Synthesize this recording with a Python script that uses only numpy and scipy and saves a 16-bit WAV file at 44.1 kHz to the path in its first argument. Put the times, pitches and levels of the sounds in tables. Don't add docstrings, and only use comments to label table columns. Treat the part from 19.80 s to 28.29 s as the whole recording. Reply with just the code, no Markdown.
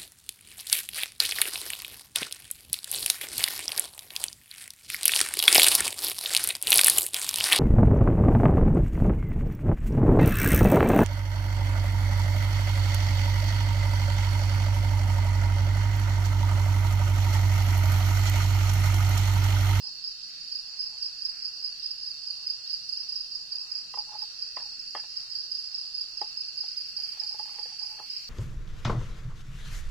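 import sys
import numpy as np
from scipy import signal
from scipy.fft import rfft, irfft
from scipy.io import wavfile
from scipy.ndimage import uniform_filter1d

SR = 44100
rng = np.random.default_rng(int(sys.argv[2]) if len(sys.argv) > 2 else 0)


def materialize(psi):
    bounded = np.clip(np.atleast_2d(psi).T, -1, 1)
    quanta = np.round(bounded * 32767).astype(np.int16)
    wavfile.write(sys.argv[1], SR, quanta)


def amp(db):
    return 10 ** (np.asarray(db, float) / 20)


N = 374409

# (frequency [Hz], density [dB per Hz])
AIR_SPECTRUM = [(20, 1), (60, -8.5), (160, -8.5), (350, -16.5), (700, -17), (1300, -14), (2200, -14),
                (3450, -10), (3750, -3.5), (4200, -4.5), (5500, -1), (6050, -14), (7200, -14), (9200, -16),
                (10500, -18.5), (15500, -25)]
AIR_DB = -52
# (time [s], level [dB])
RUSTLE_SWELL = [
    (5.5, -101),
    (6.5, -72.5),
    (7.2, -61),
    (8.1, -58),
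    (8.6, -61.5),
]
# (wing pitch [Hz], spread [Hz], fall in a stroke [Hz], strokes [per s], level [dB],
# left minus right [dB])
TRILLS = [
    (1817, 176, 470, 45, -77, 24),
    (2817.5, 77, 219, 52, -61, -0.5),
    (3291, 40, 60, 38, -74.5, -4),
    (4193, 80, 240, 43, -61, -3.5),
    (4630, 122.6, 303, 36, -45.5, -1.5),
    (6450, 33, 96, 7.7, -71.5, 5.5),
    (6746, 86, 95, 43, -67, -6),
    (7200, 84, 220, 21, -70, 2),
    (7500, 200, 210, 50, -69, 0),
    (8910, 230, 720, 54, -74.5, 8),
]
TREE_CRICKETS = (5706, 13, 78, 40, -53, 3.5)
# (time [s], peak level [dB])
TWIG_TICKS = [
    (0.9248, -59),
    (2.3795, -58),
    (3.7389, -52),
    (5.1514, -45),
    (5.8775, -54),
    (6.2913, -58),
    (6.415, -51),
    (8.1638, -48),
    (8.315, -50),
]
# (time [s], peak level [dB], low modes [dB], middle modes [dB], upper modes [dB]),
# the modes against the peak
TAPS = [(0.034, -62, 17, -16, -14.5), (4.14, -48, 13, 7.5, -7), (4.173, -45.5, 2, -4, -17),
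        (4.421, -42, -8, -11.5, -23), (4.77, -37, -15, 0.5, -10), (4.8, -49, -12, -4, -7),
        (4.858, -52.5, 6, -20, -22), (4.92, -56, -9, -15, -20), (5.151, -30, -29, -1, -10.5),
        (5.175, -52, -15, -14, 2), (5.197, -59, -15, -7, 4), (5.238, -58.5, -15, -1, 2),
        (6.416, -25.5, -11, -15.5, -26.5), (6.444, -67, -20, -20, -22), (6.837, -48, -22, -10, -24),
        (7.187, -57, -28, -19, -15), (7.198, -50.5, -22, -23, -35), (7.328, -68, -15, 2, -13),
        (7.36, -66, -15, -9, -17), (7.417, -49, -28, -18, -11), (7.545, -39.5, -25, -16, -34),
        (7.595, -34.5, -7, -22, -23), (7.656, -47, -17, -16, -18), (7.677, -47, -15, -13, -17),
        (7.694, -63, -15, 10.5, -20), (7.787, -44, 9.5, -13, -15), (7.856, -43.5, 5.5, -15, -19),
        (7.927, -59, -15, -13, -22), (8.001, -65, -15, -15, -15), (8.094, -60, -20, -15, -4),
        (8.143, -51, -16, -16, -16), (8.189, -52.5, -18, -15, -5), (8.2, -39, -28, -7.5, -24)]
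# (time [s], hold [s], level [dB])
RUBS = [(0.032, 0.056, -61), (1.065, 0.099, -66), (1.207, 0.069, -72), (4.18, 0.017, -49),
        (4.274, 0.022, -59.5), (4.323, 0.008, -50), (4.355, 0.007, -52), (4.402, 0.0066, -60),
        (4.436, .01, -64.5), (4.813, 0.017, -53.5), (4.861, 0.014, -63), (5.19, .008, -65),
        (5.25, 0.011, -64), (6.43, 0.0073, -63), (6.503, 0.022, -68), (7.245, 0.02, -65.5),
        (7.34, 0.12, -62.5), (7.512, 0.063, -62), (7.625, .02, -62), (7.709, 0.05, -58.5),
        (7.783, 0.049, -54.5), (7.877, 0.045, -60), (7.998, 0.09, -60), (8.113, 0.074, -59),
        (8.2, 0.035, -54.5)]
RUB_RISE_DB_PER_S, RUB_FADE_DB_PER_S = 1200, 696
# (frequency [Hz], level [dB], t60 [s])
MOUNT_LOW = [(453, -19, 0.045), (514, -19.5, 0.051), (606, -42, 0.05), (857, -9, 0.067), (913, -14, 0.048),
             (1058, 3.5, 0.014), (1180, -7, 0.023)]
MOUNT_HIGH = [(1504, -5, 0.021), (1750, 7, 0.025), (1923, 3.5, 0.034), (2140, -1.5, 0.019),
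              (2380, -2, 0.044), (2750, 11, 0.021), (3184, 5, 0.044)]
THUD = [(680, -62, 0.004), (1340, -19.5, 0.0087), (2080, -15.5, 0.0069)]
GRIPS = [(802, -13.5, 0.05), (844, -4, 0.072), (950, -7, 0.027)]
# (time [s], strokes [count], peak level [dB])
NEIGHBOURS = [(0.08, 1, -37), (0.146, 1, -37), (0.217, 3, -37), (0.425, 1, -36), (0.576, 4, -36),
              (0.857, 1, -34), (1.175, 1, -33), (1.282, 1, -33), (1.381, 1, -33), (1.586, 1, -33),
              (1.73, 3, -36), (1.887, 2, -35), (1.992, 1, -33), (2.177, 2, -34), (2.529, 2, -35),
              (2.836, 1, -34), (2.954, 2, -35), (3.135, 1, -32), (4.35, 1, -36), (4.669, 2, -37),
              (4.757, 1, -28), (4.854, 4, -36), (5.068, 3, -36), (5.285, 2, -37), (5.495, 3, -35),
              (5.918, 3, -37), (7.551, 2, -37), (7.682, 3, -38), (7.859, 2, -37), (8.075, 2, -36)]
# (time [s], first stroke [dB], second stroke [dB], third stroke [dB])
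CHIRPS_A = [(0.717, -27.5, -27, -29), (0.99, -28, -31, -32), (1.221, -25.5, -26, -50),
            (1.416, -27.5, -28, -27), (1.644, -26.5, -31, -51), (1.841, -27, -29.5, -49),
            (2.037, -31, -31, -27), (2.272, -27.5, -29, -51), (2.467, -27, -25.5, -46),
            (2.664, -27.5, -25, -28.5), (2.893, -29.5, -27, -46), (3.089, -28, -26.5, -48),
            (3.286, -28, -29, -26), (3.515, -29, -26.5, -40), (3.716, -28, -29, -45),
            (3.914, -27, -25, -36), (4.153, -31, -29.5, -53), (5.513, -30.5, -29.5, -30),
            (5.713, -26.5, -27.5, -28), (5.943, -27.5, -29, -46), (6.141, -27.5, -25.5, -28),
            (6.372, -26.5, -30, -34), (6.569, -28, -26.5, -43), (6.769, -26.5, -26.5, -43),
            (6.967, -26.5, -27.5, -47), (7.164, -27, -26, -27), (7.395, -25, -28.5, -29.5),
            (7.593, -28, -30.5, -51), (7.791, -30.5, -28.5, -50), (7.99, -30, -27.5, -29.5)]
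CHIRPS_B = [(0.034, -28, -27, -47), (0.239, -25, -25.5, -40), (1.003, -25, -27, -27.5),
            (1.21, -30, -26.5, -51), (1.416, -29, -26, -34), (1.62, -28, -25, -45),
            (1.824, -27.5, -25, -42), (2.026, -27, -21.5, -47), (2.229, -28, -27.5, -47),
            (2.435, -33, -33, -41), (2.631, -35, -28, -25), (2.871, -29, -26, -27), (3.168, -27, -25, -51),
            (3.372, -30, -25.5, -36), (3.575, -38, -30, -53), (3.778, -29, -26.5, -42),
            (3.981, -29, -33.5, -44), (4.183, -24, -35, -54), (4.385, -27, -25, -58),
            (4.587, -31, -23.5, -36), (4.789, -30, -26, -54), (4.993, -28.5, -40, -38),
            (5.163, -28, -26.5, -47), (5.366, -25, -32, -35), (5.602, -28, -29, -45),
            (5.804, -37, -29, -33), (6.006, -32, -30, -37), (6.209, -25, -44, -40), (6.406, -29, -36, -30),
            (6.644, -31, -29, -44), (6.848, -31, -25.5, -32), (7.051, -31, -32, -41),
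            (7.253, -41, -29.5, -28.5), (7.489, -26, -29.5, -43), (8.297, -27, -29.5, -26)]
LEFT_LAG_S = (.000475, .00048, .00047)
# (frequency [Hz], margin [dB])
GATE_MARGIN = [(200, 20), (1100, 20), (1500, 6), (2300, 6), (3050, 5), (3450, 1.5), (3900, 2.5), (4200, 6),
               (5300, 9), (5480, 1), (5700, 9), (6150, 0), (6500, 1.5), (7800, 0), (8600, 2), (9500, -.5),
               (10500, -1), (13000, -1.5), (14300, 2), (14900, 0), (15400, -2.5)]

YARD_T60_S = 0.31
FIRST_RETURN_S, WALL_ECHO_S, GROUND_ECHO_S = 0.008, 0.0093, 0.0052
FENCE_S, FENCE_SCATTER_S, FENCE_DB = 0.015, 0.0043, -10.5
STROKE_PEAK = 0.45
STROKE_GAP_A_S, STROKE_GAP_B_S, STROKE_LEAD_S = 0.0342, 0.0322, 0.001
CRESCENDO_DB, STROKE_SCATTER_DB = 1.1, 0.1


def level(x, db):
    return x * amp(db) / np.sqrt(np.mean(x ** 2) + 1e-30)


def curve(rows):
    s, db = np.transpose(rows)
    t = np.arange(N) / SR
    return amp(np.interp(t, s, db)) * np.clip(np.minimum(t - s[0], s[-1] - t) / 0.0088, 0, 1)


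def walk(rate):
    k = int(SR / rate)
    held = np.repeat(rng.standard_normal(N // k + 1), k)
    return uniform_filter1d(uniform_filter1d(held, k), k)[:N]


def filtered(x, order, hz, kind):
    return signal.sosfilt(signal.butter(order, hz, kind, fs=SR, output="sos"), x)


def scatter(at, bursts):
    return np.bincount(at.ravel(), bursts.ravel(), N)[:N]


def yard(x, t60_s, delay_s):
    t = np.arange(SR) / SR
    tail = rng.standard_normal((2, SR)) * amp(-60 * t / t60_s) * np.clip(t / delay_s, 0, 1) ** 2
    tail = tail / np.sqrt(np.sum(tail ** 2, axis=1, keepdims=True))
    return irfft(rfft(x) * rfft(tail, N), N)


def strokes(s, db, hz, fall_hz, length_s, peak=0.35, third_db=-99.0, lag_s=0.0, pan_db=0.0, scatter_hz=0.0):
    chance = rng.standard_normal((len(s), 4)).T[:, :, None]
    hz = hz + scatter_hz * chance[3]
    length = length_s * (1 + 0.12 * chance[0])
    fall = fall_hz * (1 + 0.1504 * chance[1])
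    out = np.zeros((2, N))
    for ear, side in enumerate((1, -1)):
        start = (s[:, None] + lag_s * (1 - ear)) * SR
        at = start.astype(int) + np.arange(int(length.max() * SR) + 2)
        t = (at - start) / SR
        u = np.clip(t / length, 0, 1)
        swell = np.sin(np.pi * u ** (np.log(0.5) / np.log(peak))) ** 1.5
        phase = 2 * np.pi * (hz * t - fall * t * u / 2) + 10 * chance[2]
        tone = np.sin(phase) + amp(third_db) * np.sin(3 * phase)
        out[ear] = scatter(at, swell * tone * amp(db + side * pan_db / 2))
    return out


def air():
    f = np.arange(N // 2 + 1) * SR / N + 1
    hz, db = np.transpose(AIR_SPECTRUM)
    spectrum = rfft(rng.standard_normal((2, N))) * amp(np.interp(np.log(f), np.log(hz), db))
    octave = np.log2(f / 20).astype(int)
    out = 0
    for k in range(11):
        flicker_db = (2.0 * walk(6) + 1.5 * walk(14)) * (1 if k < 8 else 0.4)
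        out = out + irfft(spectrum * (octave == k), N) * amp(flicker_db)
    return level(out, AIR_DB)


def rustle():
    noise = rng.standard_normal((2, N))
    body = filtered(noise, 2, [2200, 3400], "bandpass")
    hiss = filtered(noise, 1, [6000, 13500], "bandpass")
    return (level(body, 0) + level(hiss, -2.5)) * amp(2.2 * walk(15)) * curve(RUSTLE_SWELL)


def trill(hz, spread_hz, fall_hz, rate, db, pan_db, count=6, swell_db=3.5):
    out = 0
    for pitch, (pace, place) in zip(np.linspace(-1.5, 1.5, count), rng.standard_normal((count, 2))):
        gaps = (1 + 0.04 * pace + 0.03 * rng.standard_normal(int(N / SR * 100))) / rate
        s = np.cumsum(gaps)
        s = s[s < N / SR]
        effort_db = swell_db * walk(4)[(s * SR).astype(int), None]
        out = out + strokes(s, effort_db, hz + spread_hz * pitch, fall_hz, 0.699 / rate, peak=0.37,
                            lag_s=0.0003035 * abs(place), pan_db=2.0 * place)
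    far = 0.7 * out + yard(out, YARD_T60_S, 0.013)
    return level(far, db) * amp(np.array([[pan_db], [-pan_db]]) / 2)


def far_crickets(count):
    out = 0
    for pace, pitch, place, start in rng.random((count, 4)):
        gaps = 0.19 + 0.044 * pace + 0.01 * rng.standard_normal(int(N / SR * 6))
        chirps = start / 5 + np.cumsum(gaps) - 0.3
        s = (chirps[:, None] + 0.039 * np.arange(3)).ravel()
        s = s[(s > 0) & (s < N / SR)]
        out = out + strokes(s, 0, 5100 + 280 * pitch, 879.6, 0.02528, peak=STROKE_PEAK,
                            third_db=-39, pan_db=20 * place - 13)
    return level(amp(-4.0) * out + yard(out, YARD_T60_S, FIRST_RETURN_S), -43.5)


def ticks():
    s, db = np.transpose(TWIG_TICKS)
    since = np.arange(SR // 50) / SR
    snap = rng.standard_normal((2, len(s), len(since))) * amp(db[:, None] + 0.5 - 60 * since / 0.023)
    spots = (s * SR).astype(int)[:, None] + np.arange(len(since))
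    out = np.array([scatter(spots, ear) for ear in snap])
    return filtered(out, 2, [5800, 12000], "bandpass")


def ring(modes, push):
    t = np.arange(SR // 4) / SR
    body = sum(amp(db - 60 * t / t60) * np.sin(2 * np.pi * hz * t) for hz, db, t60 in modes)
    return signal.fftconvolve(push, body)[:N]


def tapping():
    s, db, low_db, mid_db, high_db = np.transpose(TAPS)
    groups = [(MOUNT_LOW[:3], low_db + 1), (MOUNT_LOW[3:4], 3), (MOUNT_LOW[4:], mid_db),
              (MOUNT_HIGH, high_db - 3.5), (THUD, mid_db)]
    since = np.arange(SR // 16) / SR
    decay = amp(-21.5 - 60 * since / 0.021) + amp(-30.5 - 60 * since / 0.1)
    blow = rng.standard_normal((len(s), len(since))) * decay
    blow[:, 0] = 1
    spots = (s * SR).astype(int)[:, None] + np.arange(len(since))
    taps = sum(ring(modes, scatter(spots, blow * amp(db + share_db)[:, None])) for modes, share_db in groups)
    return filtered(taps, 2, 2600, "lowpass")


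def rubbing():
    t = np.arange(N) / SR
    pressure = 0
    for s, hold_s, db in RUBS:
        rise_db = RUB_RISE_DB_PER_S * np.clip(s - t, 0, 1)
        fade_db = RUB_FADE_DB_PER_S * np.clip(t - s - hold_s, 0, 1)
        pressure = pressure + amp(db - rise_db - fade_db)
    slips = [(rng.random(N) < 0.01) * rng.standard_normal(N) * amp(6.0 * walk(45)) for _ in GRIPS]
    rub = sum(ring([grip], push) for grip, push in zip(GRIPS, slips))
    rub = rub + amp(-10.5) * ring(MOUNT_LOW, slips[0])
    return level(rub, -1.2) * pressure


def mount():
    direct = filtered(tapping() + rubbing(), 4, 420, "highpass")
    both = direct * amp(np.array([[0.6], [-0.6]]))
    return both + amp(-9) * yard(both, 0.08, 0.006)


def rasp(near):
    effort = uniform_filter1d(np.abs(near).sum(axis=0), size=SR // 14)
    hiss = filtered(rng.standard_normal((2, N)), 3, [13800, 15400], "bandpass")
    return level(hiss * np.abs(effort) ** 2.0, -76.5)


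def answering_strokes():
    rows = np.array([(s + k * STROKE_GAP_B_S, db + CRESCENDO_DB * (k - 0.5))
                     for s, count, db in NEIGHBOURS for k in range(count)])
    return rows + [0, STROKE_SCATTER_DB] * rng.standard_normal((len(rows), 1))


def fence_strokes(near_strokes):
    rows = near_strokes + [FENCE_S, FENCE_DB]
    return rows + [FENCE_SCATTER_S, STROKE_SCATTER_DB] * rng.standard_normal(rows.shape)


def chirp_strokes(chirps, gap_s):
    return np.array([(s + k * gap_s - STROKE_LEAD_S, db) for s, *row in chirps for k, db in enumerate(row)])


def near_cricket(rows, lag_s, pan_db, hz, fall_hz, length_s):
    s, db = np.transpose(rows)
    song = strokes(s, db[:, None], hz, fall_hz, length_s, peak=STROKE_PEAK, third_db=-47,
                   lag_s=lag_s, pan_db=pan_db, scatter_hz=44.7)
    song = song * amp(2.2 * walk(250))
    wall = amp(-10) * np.roll(song[::-1], int(WALL_ECHO_S * SR), axis=1)
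    ground = amp(-12.5) * np.roll(song, int(GROUND_ECHO_S * SR), axis=1)
    return song + wall + ground


def scene():
    background = air() + rustle() + sum(trill(*row) for row in TRILLS)
    background = background + trill(*TREE_CRICKETS, count=3, swell_db=1.5) + far_crickets(count=7)
    song_a = chirp_strokes(CHIRPS_A, STROKE_GAP_A_S)
    song_b = chirp_strokes(CHIRPS_B, STROKE_GAP_B_S)
    other_songs = np.vstack([answering_strokes(), fence_strokes(np.vstack([song_a, song_b]))])
    lag_a, lag_b, lag_others = LEFT_LAG_S
    a = near_cricket(song_a, lag_a, pan_db=-13.5, hz=5265, fall_hz=793, length_s=0.01877)
    b = near_cricket(song_b, lag_b, pan_db=-8, hz=5308, fall_hz=642, length_s=0.0169)
    others = near_cricket(other_songs, lag_others, pan_db=-9.5, hz=5290, fall_hz=824, length_s=0.02)
    near = amp(-3.0) * (a + b) + amp(-3.5) * others
    returns = amp(-14) * sum(yard(v[1:], YARD_T60_S, FIRST_RETURN_S) for v in (a, b, others))
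    return background + ticks() + mount() + rasp(near) + returns + near


def gate(x):
    shift = 1024 - 958
    f, _, z = signal.stft(np.pad(x, ((0, 0), (shift, 0))), SR, "cosine", 2048, 1024)
    start = np.r_[0:448:6, 448:len(f):10]
    width = np.diff(np.r_[start, len(f)])
    power = np.add.reduceat(np.sum(np.abs(z) ** 2, axis=0), start, axis=0) / width[:, None]
    db = 10 * np.log10(power + 1e-20)
    around = uniform_filter1d(db, size=9, axis=0)
    hz, margin_db = np.transpose(GATE_MARGIN)
    wander_db = 4.0 * uniform_filter1d(rng.standard_normal(db.shape), size=3, axis=1)
    kept = db > around - np.interp(f[start], hz, margin_db)[:, None] + wander_db
    z = z * np.repeat(kept, width, axis=0)[:len(f)]
    return signal.istft(z, SR, "cosine", 2048, 1024)[1][:, shift:shift + N]


def band_limit(x):
    return signal.sosfilt(signal.butter(12, 15500, fs=SR, output="sos"), x)


def record(dry):
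    mix = gate(dry)
    return band_limit(mix)


dry = scene()
out = record(dry)
materialize(out)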